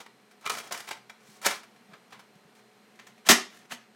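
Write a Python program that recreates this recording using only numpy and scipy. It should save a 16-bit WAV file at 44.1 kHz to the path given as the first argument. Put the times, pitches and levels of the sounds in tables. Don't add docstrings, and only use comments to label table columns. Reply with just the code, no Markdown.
import sys
import numpy as np
from scipy import signal
from scipy.fft import rfft, irfft
from scipy.io import wavfile
from scipy.ndimage import uniform_filter1d, minimum_filter1d

SR = 44100
rng = np.random.default_rng(int(sys.argv[2]) if len(sys.argv) > 2 else 0)


def inscribe(sig):
    pcm = np.round(np.clip(np.atleast_2d(sig).T, -1, 1) * 32767)
    wavfile.write(sys.argv[1], SR, pcm.astype(np.int16))


N = 174195
BASS_HZ, TREBLE_HZ = 500, 4000


def amp(db):
    return 10 ** (np.asarray(db) / 20)


def unit(x):
    return x / np.sqrt(np.mean(x ** 2))


def unit_energy(x):
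    return x / np.sqrt(np.sum(x ** 2))


def decay(age, t60):
    return 1000. ** (-age / t60)


def ringing(modes, age):
    return sum(amp(db) * np.sin(2 * np.pi * f * age) * decay(age, t60) for f, db, t60 in modes)


def butter(x, order, hz, kind):
    return signal.sosfilt(signal.butter(order, hz, kind, fs=SR, output="sos"), x)


def on_log(points, hz):
    f, value = np.array(points).T
    return np.interp(np.log(np.maximum(hz, 1)), np.log(f), value)


def walk(rate):
    k = int(SR / rate)
    steps = np.repeat(rng.standard_normal(N // k + 1), k)
    return unit(uniform_filter1d(steps, k)[:N])


# f/Hz, relative level per Hz/dB
AIR = [(12, -68), (20, -31), (60, -73), (98, -23.5), (210, -7), (337, -8.5), (410, -1.5), (513, -8),
       (2300, -13), (4180, -20), (13900, -31), (16000, -42)]
# f/Hz, full width at half amplitude/Hz, mean level/dB
HUM = [(127.4, 8.3, -77), (212, 39, -66.5), (425, 10, -79), (736, 15, -74.5)]
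AIR_DB, WHINE_HZ, WHINE_DB, OVERTONE_DB = -62, 4129, -78.5, -86


def fan():
    hz = np.fft.rfftfreq(N, 1 / SR)
    rush = irfft(rfft(rng.standard_normal(N)) * amp(on_log(AIR, hz)), N)
    out = amp(AIR_DB + .8 * walk(2.2)) * unit(rush)
    for f, width, db in HUM:
        resonance = 1 / (1 + (2 * (hz - f) / width) ** 2)
        hum = irfft(rfft(rng.standard_normal(N)) * resonance, N)
        out = out + amp(db + 1.5 * walk(2.2)) * unit(hum)
    wavering_time = np.cumsum(1 + .0006 * walk(5)) / SR
    for f, db in ((WHINE_HZ, WHINE_DB), (2 * WHINE_HZ, OVERTONE_DB)):
        tone = np.sqrt(2) * np.sin(2 * np.pi * f * wavering_time)
        out = out + amp(db + 1.2 * walk(16)) * tone
    return out


# f/Hz, T60/s
ROOM_T60 = [(100, 0.1), (300, .29), (2000, 0.28), (5000, 0.3), (14000, 0.15)]
ROOM_DB, ROOM_GAP_S = -8.5, 0.0017


def room(x):
    t, tail = np.arange(SR) / SR, 0
    for hz in 62.5 * 2 ** np.arange(9):
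        octave = [hz / np.sqrt(2), min(hz * np.sqrt(2), 20000)]
        noise = butter(rng.standard_normal(SR), 2, octave, "band")
        tail = tail + noise * decay(t, on_log(ROOM_T60, hz))
    tail = tail * (1 - np.exp(-(t / ROOM_GAP_S) ** 2))
    return x + amp(ROOM_DB) * signal.fftconvolve(x, unit_energy(tail))[:N]


# t/s, level ahead of rise and decay/dB, f/Hz
THUDS = [(1.287, -51, 155), (1.891, -44.5, 194), (1.923, -47, 165), (2.171, -51, 185), (2.356, -47, 168),
         (2.45, -45.5, 175), (1.466, -33, 200)]
THUD_T60_S, THUD_RISE_S = 0.079, 0.0033


def thuds():
    t, out = np.arange(N) / SR, 0
    for s, db, hz in THUDS:
        age = np.maximum(t - s, 0)
        envelope = (1 - np.exp(-age / THUD_RISE_S)) * decay(age, THUD_T60_S)
        out = out + amp(db) * envelope * np.sin(2 * np.pi * hz * age)
    return out


def causal(db):
    cepstrum = irfft(db * np.log(10) / 20)
    half = len(cepstrum) // 2
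    cepstrum[1:half] *= 2
    cepstrum[half + 1:] = 0
    return irfft(np.exp(rfft(cepstrum)))


def body(colour, modes, ring_db):
    t, hz = np.arange(8192) / SR, np.fft.rfftfreq(8192, 1 / SR)
    crack = unit(causal(on_log(colour, hz)))
    response = crack + amp(ring_db) * unit(ringing(modes, t))
    low = butter(response, 2, BASS_HZ, "low")
    high = butter(response, 2, TREBLE_HZ, "high")
    mid = butter(response, 2, [BASS_HZ, TREBLE_HZ], "band")
    return [unit_energy(band) for band in (mid, low, high)]


KNOCK_DB = -1.2
ATTACK_S = 0.002
SOFT_S_PER_DB, HARD_DB = .00015, -28
SLIDE_DB, SLIP_DB = -4, 2.5


def shape(length, db):
    age = np.arange(4096) / SR
    attack = ATTACK_S + SOFT_S_PER_DB * max(HARD_DB - db, 0)
    return (1 - np.exp(-age / attack)) * np.exp(-age / max(length, .001) * 2)


def contact(knocks, slides):
    power = np.zeros((3, N + 4096))
    for s, db, bass_db, treble_db, length, _ in knocks:
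        i = max(int(s * SR), 0)
        band_gains = amp([0, bass_db, treble_db]) * amp(db + KNOCK_DB)
        power[:, i:i + 4096] += np.outer(band_gains, shape(length, db)) ** 2
    slip = amp(SLIDE_DB + SLIP_DB * walk(120))
    for rows in slides:
        s, db, bass_db, treble_db = np.array(rows).T
        i = np.arange(max(int(s[0] * SR), 0), min(int(s[-1] * SR), N))
        edge = np.minimum(np.minimum(i - i[0], i[-1] - i) / (.001 * SR), 1)
        for band, offset_db in enumerate((0, bass_db, treble_db)):
            level = amp(np.interp(i / SR, s, db + offset_db))
            power[band, i] += (level * slip[i] * edge) ** 2
    return np.sqrt(power[:, :N])


SPOT_DB, SPOT_CYCLES = -7, 20


def spots(knocks, grains):
    out, t = np.zeros(N + 8192), np.arange(2048) / SR
    for s, db, _, _, length, hz in knocks:
        i = max(int(s * SR), 0)
        ring = np.sin(2 * np.pi * hz * t) * decay(t, SPOT_CYCLES / hz)
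        push = shape(length, db) * grains[i:i + 4096]
        y = signal.fftconvolve(push, unit_energy(ring))
        out[i:i + len(y)] += amp(db + KNOCK_DB + SPOT_DB) * y
    return out[:N]


GRAIN_DB, BIGGEST_GRAIN_DB = 2.5, 9


def part(knocks, slides, colour, modes, ring_db):
    size = amp(np.minimum(GRAIN_DB * rng.exponential(size=N), BIGGEST_GRAIN_DB))

    def grains():
        return unit(size * rng.standard_normal(N))

    out = spots(knocks, grains())
    for strength, response in zip(contact(knocks, slides), body(colour, modes, ring_db)):
        out = out + signal.fftconvolve(strength * grains(), response)[:N]
    return out


# f/Hz, relative level/dB, T60/s
COVER = [(201, -3, .1), (240, 6, 0.1), (332, 9, 0.028), (775, -1, .035), (2000, -5, .01), (3550, -1, .012),
         (6300, 0, .004), (12550, -22.5, .08)]
# t/s, level ahead of the push and the high-pass/dB
SLAMS = [(3.2968, -4.5), (3.3225, -13)]
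SLAM_PUSH_S = .0015


def slam():
    t, out = np.arange(N) / SR, 0
    low_modes = [mode for mode in COVER if mode[0] < BASS_HZ]
    for s, db in SLAMS:
        age = np.maximum(t - s, 0)
        ring = ringing(low_modes, age)
        out = out + amp(db) * (1 - np.exp(-age / SLAM_PUSH_S)) * ring / np.max(np.abs(ring))
    return out


# t/s, level before KNOCK_DB/dB,
# bass re middle/dB, treble re middle/dB, chatter length (decay to 1/e^2)/s, struck wall f/Hz
CLACKS = [(2.954, -50.5, -15, -1, 0.01, 1690), (2.995, -36.5, -23, -11, 0.009, 1820),
          (3.067, -41, -21, -4, 0.011, 956), (3.176, -50, -12, -6, 0.015, 756),
          (3.265, -27, -14, -2.5, 0.008, 1766), (3.29, -9, -22, 3, 0.014, 1690),
          (3.297, -5, -8, -4, 0.012, 400), (3.302, 0, -18, 1, 0.011, 2050),
          (3.312, -10, -15, 1, 0.014, 1100), (3.324, -11, -12, -8, 0.0078, 762),
          (3.703, -42.5, -18, -12, 0.011, 1705), (3.719, -27.5, -15.5, -13, 0.01, 974),
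          (3.734, -35.5, -20, -4, 0.0066, 1910)]
# t/s, level before SLIDE_DB/dB, bass re middle/dB, treble re middle/dB
RUBS = [
    [(2.99, -48, -15, -10), (3.062, -65, -8, -24), (3.072, -53, -19, 1.5), (3.13, -65, -8, -11)],
    [(3.25, -50.5, -3, -12), (3.266, -41.5, -15, 0), (3.283, -36, -1, -1)],
    [(3.288, -12, -10, 0), (3.293, -21, -13, 1)],
    [(3.5, -53, -12.5, -9.5), (3.596, -60.5, -9, 2), (3.604, -59, 0.5, -4.5), (3.66, -62, 7, -4.5)],
    [(3.695, -58.5, -6.5, -3), (3.713, -38, -5, -4), (3.737, -44, -4, 4), (3.8, -65.5, -22.5, -25)],
    [(3.81, -58, -19.5, -11), (3.886, -69.5, -2, -18), (3.924, -67, -13.5, -17.5), (3.95, -64.5, -7, -11.5)],
]
# f/Hz, relative level per Hz/dB
COVER_COLOUR = [(30, -49.5), (120, -25.5), (230, -3.5), (600, -4.5), (1900, -0.5), (4500, -8.5),
                (6500, -7.5), (8500, -13), (12000, -16.5), (16000, -24)]
COVER_RING_DB, COVER_LOW_HZ = -8, 170


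def cover():
    struck = part(CLACKS, RUBS, COVER_COLOUR, COVER, COVER_RING_DB) + slam()
    return butter(struck, 4, COVER_LOW_HZ, "high")


# t/s, level before KNOCK_DB/dB, bass re middle/dB, treble re middle/dB,
# chatter length (decay to 1/e^2)/s, struck wall f/Hz
KNOCKS = [(0.001, -37.5, -7, -6, 0.024, 1330), (0.061, -36, -14, -12.5, 0.01, 1990),
          (0.309, -49, -18, -3, 0.018, 1540), (0.432, -49, -22, -20, 0.0072, 1160),
          (0.443, -36, -23, -19, 0.0073, 1290), (0.454, -34.5, -32, -0.5, 0.012, 1310),
          (0.4615, -19, -38, -9, 0.008, 1160), (0.472, -23, -23, -8, 0.0086, 1340),
          (0.496, -18.5, -30, 1, 0.008, 2400), (0.502, -19, -40, -5, 0.007, 1200),
          (0.512, -30, -26, -10, 0.0055, 1070), (0.539, -32, -19, 1, 0.0067, 1350),
          (0.548, -31, -27, -3, 0.012, 1120), (0.571, -30.5, -36, -3, 0.011, 1360),
          (0.58, -35.5, -22, 3.5, 0.024, 1820), (0.599, -32, -8, -9, 0.0095, 2260),
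          (0.673, -32, -6, 1, 0.0039, 1270), (0.712, -26.5, -12, -16, 0.0076, 620),
          (0.722, -25.5, -18, 5, 0.0078, 1450), (0.745, -27, -23, -9, 0.008, 2240),
          (0.775, -31.5, -26, 3.5, 0.0057, 1740), (0.803, -30.5, -18, -1, 0.0076, 1410),
          (0.844, -39, -15, -7, 0.0073, 1320), (0.876, -31.5, -26, -22, 0.0074, 2540),
          (0.888, -28.5, -14, -1.5, 0.0072, 2560), (0.909, -24, -40, -8.5, 0.015, 850),
          (0.929, -33, -23, -4, 0.0068, 2380), (1.095, -34, -31, -9.5, 0.013, 1440),
          (1.268, -52, -18, -9, 0.012, 937), (1.4145, -37, -14, 0, 0.012, 1440),
          (1.446, -25, -27, -8, 0.013, 2190), (1.458, -16, -34, -1, 0.011, 1470),
          (1.462, -12, -43, 0, 0.012, 560), (1.484, -24, -19, -10, 0.012, 1660),
          (1.508, -26, -20, -8, 0.03, 1350), (1.631, -41, -27, -4.5, 0.014, 1780),
          (1.76, -45.5, -16, -9.5, 0.0098, 730), (1.933, -38.5, -25, -16, 0.015, 1270),
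          (2.122, -39, -23, -12, 0.025, 1100), (2.191, -42.5, -17, -6, 0.02, 1370),
          (2.352, -51.5, -12, 2, 0.008, 503)]
# t/s, level before SLIDE_DB/dB, bass re middle/dB, treble re middle/dB
SLIDES = [
    [(0.41, -64.5, -12, 5), (0.45, -45.5, -20, -16), (0.46, -40, -27, -4)],
    [(0.51, -34, -29, -9), (0.52, -46, 4.5, 4), (0.7, -52, -6.5, -6)],
    [(0.709, -41, 4, -5), (0.731, -38, -8, -4), (0.87, -56.5, -9, 0)],
    [(0.872, -47, -3, 2), (0.916, -43, -20, -11), (0.99, -57.5, -9, -10)],
    [(1.2, -65, -6, -2), (1.348, -65.5, -10, 9), (1.4, -61, -15, -1)],
    [(1.425, -52, -11, 5), (1.442, -32, -15, -6.5), (1.458, -25, -28, 0)],
    [(1.47, -26, -22, -5.5), (1.6, -55.5, -11, -0.5), (1.62, -64, -25, -12)],
    [(1.86, -76, -5, -5), (1.934, -53, 1.5, -15), (1.99, -76, 9, -23)],
    [(2.105, -61, -5, -3), (2.133, -49, -20, -14), (2.26, -79, 5, -23)],
    [(2.55, -70, -9, 4), (2.604, -57, -32, -8), (2.63, -71, 4, -18)],
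]
# f/Hz, relative level/dB, T60/s
HOLLOW = [(1267, 1.5, 0.03), (2400, -5, 0.045)]
HOLLOW_DB, LOOSE_S, SEATED_S, SEATING_S = -.5, .4, 0.514, 0.053


def hollow():
    t = np.arange(N) / SR
    ring = ringing(HOLLOW, t[:4096])
    loose = (t > LOOSE_S) * np.exp(-np.maximum(t - SEATED_S, 0) / SEATING_S)
    middle = contact(KNOCKS, SLIDES)[0]
    push = middle * loose * rng.standard_normal(N)
    return amp(HOLLOW_DB) * signal.fftconvolve(push, unit_energy(ring))[:N]


# f/Hz, relative level/dB, T60/s
CARTRIDGE = [(324, -18, 0.035), (560, -4, 0.05), (1284, -8, 0.012), (2370, 18.5, 0.013), (3630, 10, 0.0072),
             (6400, -26, .015)]
# f/Hz, relative level per Hz/dB
CARTRIDGE_COLOUR = [(30, -44), (100, -11), (330, -6), (600, 2), (1300, 4.5), (3000, -1.5), (6000, -3.5),
                    (10000, -10), (16000, -18)]
CARTRIDGE_RING_DB = -15.5


def cartridge():
    return part(KNOCKS, SLIDES, CARTRIDGE_COLOUR, CARTRIDGE, CARTRIDGE_RING_DB) + hollow()


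def scene():
    handled = cartridge() + cover() + thuds()
    return (room(handled) + fan())[None]


MIC_HZ, TOP_HZ = 90, 16250
CEILING, LIMIT_S = .76, .002


def record(dry):
    x = butter(dry, 2, MIC_HZ, "high")
    k = int(LIMIT_S * SR)
    needed_gain = CEILING / np.maximum(np.abs(x), CEILING)
    gain = uniform_filter1d(minimum_filter1d(needed_gain, size=k), size=k)
    return signal.sosfilt(signal.ellip(10, .2, 70, TOP_HZ, fs=SR, output="sos"), x * gain)


dry = scene()
out = record(dry)
inscribe(out)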